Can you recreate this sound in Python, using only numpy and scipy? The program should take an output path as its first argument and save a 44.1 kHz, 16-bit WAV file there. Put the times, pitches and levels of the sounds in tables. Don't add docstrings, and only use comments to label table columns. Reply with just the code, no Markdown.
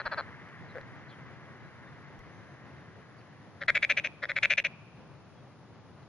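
import sys
import numpy as np
from scipy import signal
from scipy.fft import rfft, irfft, next_fast_len
from scipy.io import wavfile
from scipy.ndimage import uniform_filter1d

SR = 44100
rng = np.random.default_rng(int(sys.argv[2]) if len(sys.argv) > 2 else 0)


def invert_db(x):
    u = np.asarray(x, float) / 20
    return 10 ** u


def unload_audio(sound):
    columns = np.transpose(np.atleast_2d(sound))
    steps = np.round(np.clip(columns, -1, 1) * 32767)
    wavfile.write(sys.argv[1], SR, steps.astype(np.int16))


N = 268524


def evened(x):
    return x / np.sqrt(np.mean(x ** 2) + 1e-20)


def read(points, hz):
    f, value = np.transpose(points)
    return np.interp(np.log(hz + 1), np.log(f + 1), value)


def add(mix, s, sound):
    sound = sound[max(-round(s * SR), 0):]
    part = mix[max(round(s * SR), 0):][:len(sound)]
    part += sound[:len(part)]


def coloured(x, tone, lead=((1, 0), (2, 0))):
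    size = next_fast_len(N)
    hz = np.fft.rfftfreq(size, 1 / SR)
    response = invert_db(read(tone, hz)) * np.exp(1j * read(lead, hz))
    return irfft(rfft(x, size) * response, size)[..., :N]


def note(beats, voice, sac, body, rise_ms, loose_db, loose_pitch, sag, rasp_db):
    s, clicks, length, gap, power = beats
    peak_db, first_db, lull_db, last_db, sac_hz = voice
    n = int(round(clicks))
    slow = np.linspace(0, 1, n - 1) ** power
    gaps = gap + slow * (length - gap * (n - 1)) / slow.sum()
    at_ms = gap + np.r_[-gap, 0, np.cumsum(gaps)]

    knots = np.maximum.accumulate([0, 1, 2, n - 3, n - 2, n - 1])
    click_db = np.interp(np.arange(n), knots, [first_db, .3 * first_db, 0, lull_db, last_db, last_db])
    click_db = np.r_[first_db - 9, click_db]

    modes = np.array([(k * sac_hz, t60, d) for k, t60, d in sac] + body)
    sign = (-1.) ** np.arange(len(modes))[:, None]
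    t, out = np.arange(1400) / SR, np.zeros(4500)
    rise = (1 - np.exp(-1000 * t / rise_ms)) ** 2
    chance = rng.standard_normal((12, 16, 2))
    for ms, db, luck in zip(at_ms, click_db, chance):
        rasp = np.diff(rng.standard_normal(len(t) + 1)) * invert_db(rasp_db - 60 * t / 0.0043)
        hz, t60, mode_db = modes.T[..., None]
        pitch_luck, level_luck = luck[:len(modes), :1], luck[:len(modes), 1:]
        hz = hz * (1 + loose_pitch * pitch_luck * 6.5 / t60 - sag * (ms / length - .4))
        decay = invert_db(mode_db + loose_db * level_luck - 60 * t / (t60 / 1000))
        rings = decay * np.sin(2 * np.pi * hz * t)
        add(out, ms / 1000, invert_db(db) * ((sign * rings).sum(0) + rasp) * rise)
    peak = abs(out[:round(5 * gap * SR / 1000)]).max()
    return s - .0004 - gap / 1000, invert_db(peak_db) * out / peak


def bright_frog():
    # t/s, peak level/dB, clicks, length/ms, lull level/dB
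    trills = [
        [(3.6102, -27, 6, 25, -1.5), (3.6791, -15.5, 8, 23.5, -5), (3.7488, -15, 8, 27.5, -4),
         (3.8245, -13.5, 7, 23.7, -7), (3.895, -14.5, 8, 26.7, 0), (3.9686, -15.5, 8, 29, -1),
         (4.041, -19.5, 8, 30.8, -3)],
        [(4.224, -25, 7, 30.2, 2), (4.2893, -21, 7, 27.5, -.6), (4.3599, -15.5, 7, 25.9, -3),
         (4.4279, -12.5, 8, 28, -7), (4.5, -12.5, 9, 36, 0), (4.5744, -13.5, 7, 25.9, 0),
         (4.6434, -17, 8, 25.2, -4)],
    ]
    # factor on sac pitch, t60/ms, level/dB
    sac_modes = [(.72, 6.7, -4), (.92, 4.06, 4), (1.08, 9, 2.5)]
    # factor on sac pitch, t60/ms, level/dB
    taut_modes = [(1.13, 20.3, -12), (1.18, 16, -11)]
    # f/Hz, t60/ms, level/dB
    body_modes = [(576.6, 32.5, -23.5), (3370, 6.1, -11), (3900, 7.5, -16), (4500, 5, -18.5),
                  (5430, 5.4, -23.5), (7440, 4, -30), (9200, 3.5, -54), (10500, 2.7, -48.5),
                  (11800, 4.3, -45.5)]
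    full_db = -15
    taut_hz, slack_hz, fill_notes = 2340, 560, 1.9
    out = np.zeros(N)
    for trill in trills:
        for place, (s, peak_db, clicks, length, lull_db) in enumerate(trill):
            soft_db = full_db - peak_db
            beats = s, clicks, length, 2.95 + .045 * soft_db, 2.8 + .13 * soft_db
            sac_hz = taut_hz - slack_hz * np.exp(-place / fill_notes)
            last_db = .5 - .7 * place
            voice = peak_db, -12, lull_db, last_db, sac_hz
            over_hz = max(7250 - 267 * place, 6050) - 1000 * (place == 0)
            over_db = -24 - 26.5 * np.exp(-place / 2.64)
            (hum_hz, hum_t60, hum_db), *upper = body_modes
            sac = sac_modes + [(k, ring, d - 0.34 * soft_db) for k, ring, d in taut_modes]
            body = [*upper, (over_hz, 13, over_db), (hum_hz, hum_t60, hum_db + 0.64 * soft_db)]
            add(out, *note(beats, voice, sac, body, rise_ms=0.46, loose_db=1.6,
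                           loose_pitch=0.031, sag=0.02, rasp_db=-36))
    return out


def low_frog():
    # t/s, peak level/dB, clicks, length/ms
    low_notes = [
        (-0.0052, -24.5, 6, 21.5),
        (0.055, -23.5, 7, 22.5),
        (0.1156, -23, 8, 29),
        (0.1746, -23.5, 9, 34.2),
    ]
    # factor on sac pitch, t60/ms, level/dB
    sac_modes = [(.55, 5, -5), (.9, 6, 0), (1.1, 6, -2)]
    # f/Hz, t60/ms, level/dB
    body_modes = [(558, 22.6, -17.5), (2250, 5, -10.5), (3450, 6.8, -23), (4250, 14.4, -18),
                  (4540, 3.1, -12.5), (7400, 10, -49)]
    # f/Hz, t60/ms, level/dB
    grunt_modes = [(527, 45, -8), (3430, 5.2, -22), (4500, 5.2, -28)]
    sac_hz, sink_hz_per_s = 1673, 790
    out = np.zeros(N)
    for s, peak_db, clicks, length in low_notes:
        beats = s, clicks, length, 3.1, 3.3
        voice = peak_db, -8, .6, -.6, sac_hz - sink_hz_per_s * s
        add(out, *note(beats, voice, sac_modes, body_modes, rise_ms=0.46, loose_db=1.5,
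                       loose_pitch=0.022, sag=0.048, rasp_db=-40.5))
    grunt_beats = 0.7555, 5, 28.2, 6, 4
    grunt_voice = -32.5, -3, -2, 1, 1670
    add(out, *note(grunt_beats, grunt_voice, sac_modes[1:], grunt_modes, rise_ms=.25, loose_db=2.8,
                   loose_pitch=0.033, sag=-.05, rasp_db=-29))
    return out


def banks(x, near_s, tail_db, near_db):
    # f/Hz, t60/s
    tail_t60 = [(300, 0.25), (1500, 0.35), (2200, 0.83), (2650, 2), (3200, 1.2), (4000, 0.88),
                (8000, 0.055)]
    taps = np.zeros((2, SR))
    at = np.arange(60, SR - 20, 20) + rng.integers(0, 20, (2, (SR - 61) // 20))
    np.put_along_axis(taps, at, rng.choice([-1., 1.], at.shape), 1)
    hz, t, z = signal.stft(taps, SR, nperseg=256)
    decay = invert_db(-60 * t / read(tail_t60, hz)[:, None])
    tail = signal.istft(z * decay, SR, nperseg=256)[1][:, :SR]
    near = taps * invert_db(-60 * np.arange(SR) / SR / near_s)
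    echo = invert_db(tail_db) * tail / np.linalg.norm(tail[0])
    echo = echo + invert_db(near_db) * near / np.linalg.norm(near[0])
    return signal.fftconvolve(x[None], echo, axes=1)[:, :N]


def chorus(per_s=1500, spread_db=3.5, blur=1.0, apart=0.14, lag=4):
    # t/s, level/dB
    fade = [(0, -54.5), (1, -58), (2.8, -63), (4.2, -73.5), (6.09, -84.5)]
    # f/Hz, level/dB
    far_tone = [(200, -30.5), (330, -19), (600, -22.5), (1050, 2.5), (1300, 0), (1700, 5), (2050, 4),
                (2400, -8), (3200, -14.5), (5000, -41.5)]
    throb = invert_db(1.6 * evened(uniform_filter1d(rng.standard_normal(N), 1200)))
    clicks = (rng.random(N) < per_s / SR) * invert_db(spread_db * np.minimum(rng.exponential(1, N), 3))
    clicks = clicks * rng.choice([-1, 1], N)
    mid = evened(clicks * throb) + blur * rng.standard_normal(N)
    pair = np.array([mid, np.roll(mid, round(lag))]) + apart * rng.standard_normal((2, N))
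    level_db = np.interp(np.arange(N) / SR, *np.transpose(fade)) + 3.0
    return invert_db(level_db) * evened(coloured(pair, far_tone)) * invert_db([[.5], [-.5]])


def birds():
    # t/s, length/s, start f/Hz, end f/Hz, level/dB
    chirps = [
        (0.68, 0.054, 4100, 3900, -64),
        (1.082, 0.04, 4250, 4070, -63),
        (1.086, 0.07, 3450, 3110, -60.5),
        (3.178, .03, 4770, 4500, -68),
    ]
    # t/s, length/s, start f/Hz, end f/Hz, level/dB
    whistles = [
        (.5, .2, 4960, 4960, -82),
        (1.62, .06, 3930, 3920, -76),
        (1.835, .075, 3600, 3600, -72),
        (1.95, .13, 4980, 4990, -82),
        (2.285, .15, 6230, 6230, -81),
        (2.44, .15, 6260, 6260, -83),
        (2.3, .13, 3880, 3880, -80),
        (2.44, .14, 3910, 3910, -80),
        (5.345, .085, 3400, 3260, -74),
    ]
    out = np.zeros(N)
    for rows, waver in ((chirps, .4), (whistles, .03)):
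        for s, length, from_hz, to_hz, db in rows:
            hz = np.linspace(from_hz, to_hz, round(length * SR))
            hz = hz * (1 + waver * uniform_filter1d(rng.standard_normal(len(hz)), size=60))
            tone = np.sin(2 * np.pi * np.cumsum(hz) / SR)
            add(out, s, invert_db(db) * np.hanning(len(hz)) ** .5 * tone)
    return out


def air(patchy_db=0.65, swell_db=0.92):
    # f/Hz, level/dB
    air_tone = [(20, -68.5), (45, -50), (70, -46.5), (115, 6), (160, -8), (220, -7.5), (300, -11),
                (400, -13), (900, -16.5), (1300, -20), (1800, -25), (3500, -33.5), (7000, -46.5)]
    # f/Hz, correlation/1
    same_early = [(60, -.1), (110, .08), (155, .33), (220, .58), (330, .88), (880, .9), (1720, 1),
                  (3360, .08)]
    # f/Hz, correlation/1
    same_late = [(60, .78), (120, .88), (160, .62), (230, .7), (450, .82), (880, .85), (1720, 1),
                 (3360, .3)]
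    frames, hz = N // 256 + 5, np.fft.rfftfreq(1024, 1 / SR)
    a, b, c, d, patches = rng.standard_normal((frames, 513, 5)).T
    swell = evened(uniform_filter1d(patches[0], 12))
    patches = evened(uniform_filter1d(uniform_filter1d(patches, 8, 0), 10, 1))
    late = np.clip((np.arange(frames) * 256 / SR - 1.8) / 0.81, 0, 1)
    same = np.outer(read(same_early, hz), 1 - late) + np.outer(read(same_late, hz), late)
    same = np.clip(same, -1, 1)
    lumps = 5 * np.outer(hz < 100, evened(uniform_filter1d(d[-1], 20)))
    left = a + 1j * b
    right = same * left + np.sqrt(1 - same ** 2) * (c + 1j * d)
    shape_db = read(air_tone, hz)[:, None] + patchy_db * patches + swell_db * swell + lumps
    z = np.array([left, right]) * invert_db(shape_db)
    wash = evened(signal.istft(z, nperseg=1024, noverlap=768)[1][:, :N])
    fade_db = -0.53 * np.arange(N) / SR
    return wash * invert_db(-50.5 + fade_db + np.array([[.9], [-.9]]))


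def ticks():
    # t/s, peak level/dB, ring f/Hz, thump level/dB
    taps = [
        (0.061, -51, 2980, -32.5),
        (0.191, -62, 11500, -46),
        (0.489, -37.5, 1900, -70),
        (.813, -47.5, 4100, -42),
        (1.338, -62, 5000, -70),
        (2.192, -51, 12000, -34.5),
        (3.115, -58, 3500, -70.5),
        (3.215, -47.5, 2460, -70),
        (6.03, -57, 3980, -52),
    ]
    out, t = np.zeros(N), np.arange(3000) / SR
    for s, db, hz, thump_db in taps:
        grain = (hz / 9000) ** 2 * rng.standard_normal(len(t))
        crack = (grain + np.sin(2 * np.pi * hz * t)) * invert_db(db - 60 * t / 0.0059)
        thump = invert_db(thump_db - 60 * t / 0.049) * np.sin(2 * np.pi * 30 * t)
        add(out, s, crack + thump)
    return out


def hiss(shared=0.67):
    # f/Hz, level/dB
    hiss_tone = [(500, -16), (2500, -3.5), (5000, -1.5), (7000, -8), (10000, -2)]
    mid, side = rng.standard_normal((2, N))
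    pair = np.array([shared * mid + side, shared * mid - side])
    return invert_db(-67.5) * evened(coloured(pair, hiss_tone))


def scene():
    # f/Hz, level/dB
    lean = [(500, 1.7), (1400, 2.3), (2400, 2.85), (3900, 0.33), (6500, 7.7)]
    # f/Hz, lead/rad
    lead = [(2000, 0.071), (4000, 0.54), (5000, 1.9), (6700, 1.3)]
    calls = bright_frog() + low_frog() + birds()
    direct = np.array([coloured(calls, lean, lead), calls]) + ticks() * invert_db([[1.5], [-1.5]])
    echoes = banks(calls, near_s=0.075, tail_db=-32.0, near_db=-18)
    return direct + echoes + chorus() + air() + hiss()


def thinned(x, edge_hz=7300, luck_db=5.0, off_db=-24):
    # f/Hz, level/dB
    threshold = [(7300, 8), (8300, 6), (8700, -5.5), (9800, -2), (10100, -1), (10600, 3), (10800, 22),
                 (13000, 20)]
    # t/s, length/s
    starved = [
        (3.666, 0.015),
        (4.562, 0.0099),
        (4.63, 0.0096),
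    ]
    hz, t, z = signal.stft(x, SR, nperseg=1024)
    starts = np.arange(0, 513, 8)
    level_db = 10 * np.log10(np.add.reduceat((abs(z) ** 2).sum(0), starts) + 1e-20)
    luck = evened(uniform_filter1d(rng.standard_normal(level_db.shape), size=3, axis=1))
    over_db = level_db - np.median(level_db, 1)[:, None] + luck_db * luck
    on = (over_db > read(threshold, hz[starts])[:, None]).repeat(8, 0)[:513]
    on = on | (hz[:, None] < edge_hz)
    out = signal.istft(z * np.where(on, 1, invert_db(off_db)), SR, nperseg=1024)[1][:, :N]
    hole = np.zeros(N)
    for s, length in starved:
        add(hole, s, 1.04 * signal.windows.tukey(round(length * SR), .3))
    return out - hole * coloured(out, [(500, -11), (1200, 1.0)])


def grit(x):
    grit_hz, hold_s = 70, .06
    power = uniform_filter1d((x ** 2).mean(0), size=round(hold_s * SR))
    loud = np.tanh(np.sqrt(abs(power)) / invert_db(-29)) ** 2
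    noise = coloured(rng.standard_normal((2, N)), [(grit_hz, 0), (3.1 * grit_hz, -30)])
    return invert_db(-59) * loud * evened(noise)


def top_cut(x):
    return signal.sosfilt(signal.butter(12, 12700, fs=SR, output="sos"), x)


def record(dry):
    # f/Hz, level/dB
    mic = [(3, -35.5), (22, -8.5), (60, 0.5), (6800, 0.5), (7400, -7), (8000, -39.5), (8500, -8),
           (9300, -5), (10500, -5.5), (11200, -22.5), (12400, -11), (13000, -25), (16000, -60)]
    bent = dry + 0.16 * dry ** 2 - 0.68 * dry ** 3
    heard = coloured(bent, mic)
    return top_cut(thinned(heard + grit(heard)))


dry = scene()
out = record(dry)
unload_audio(out)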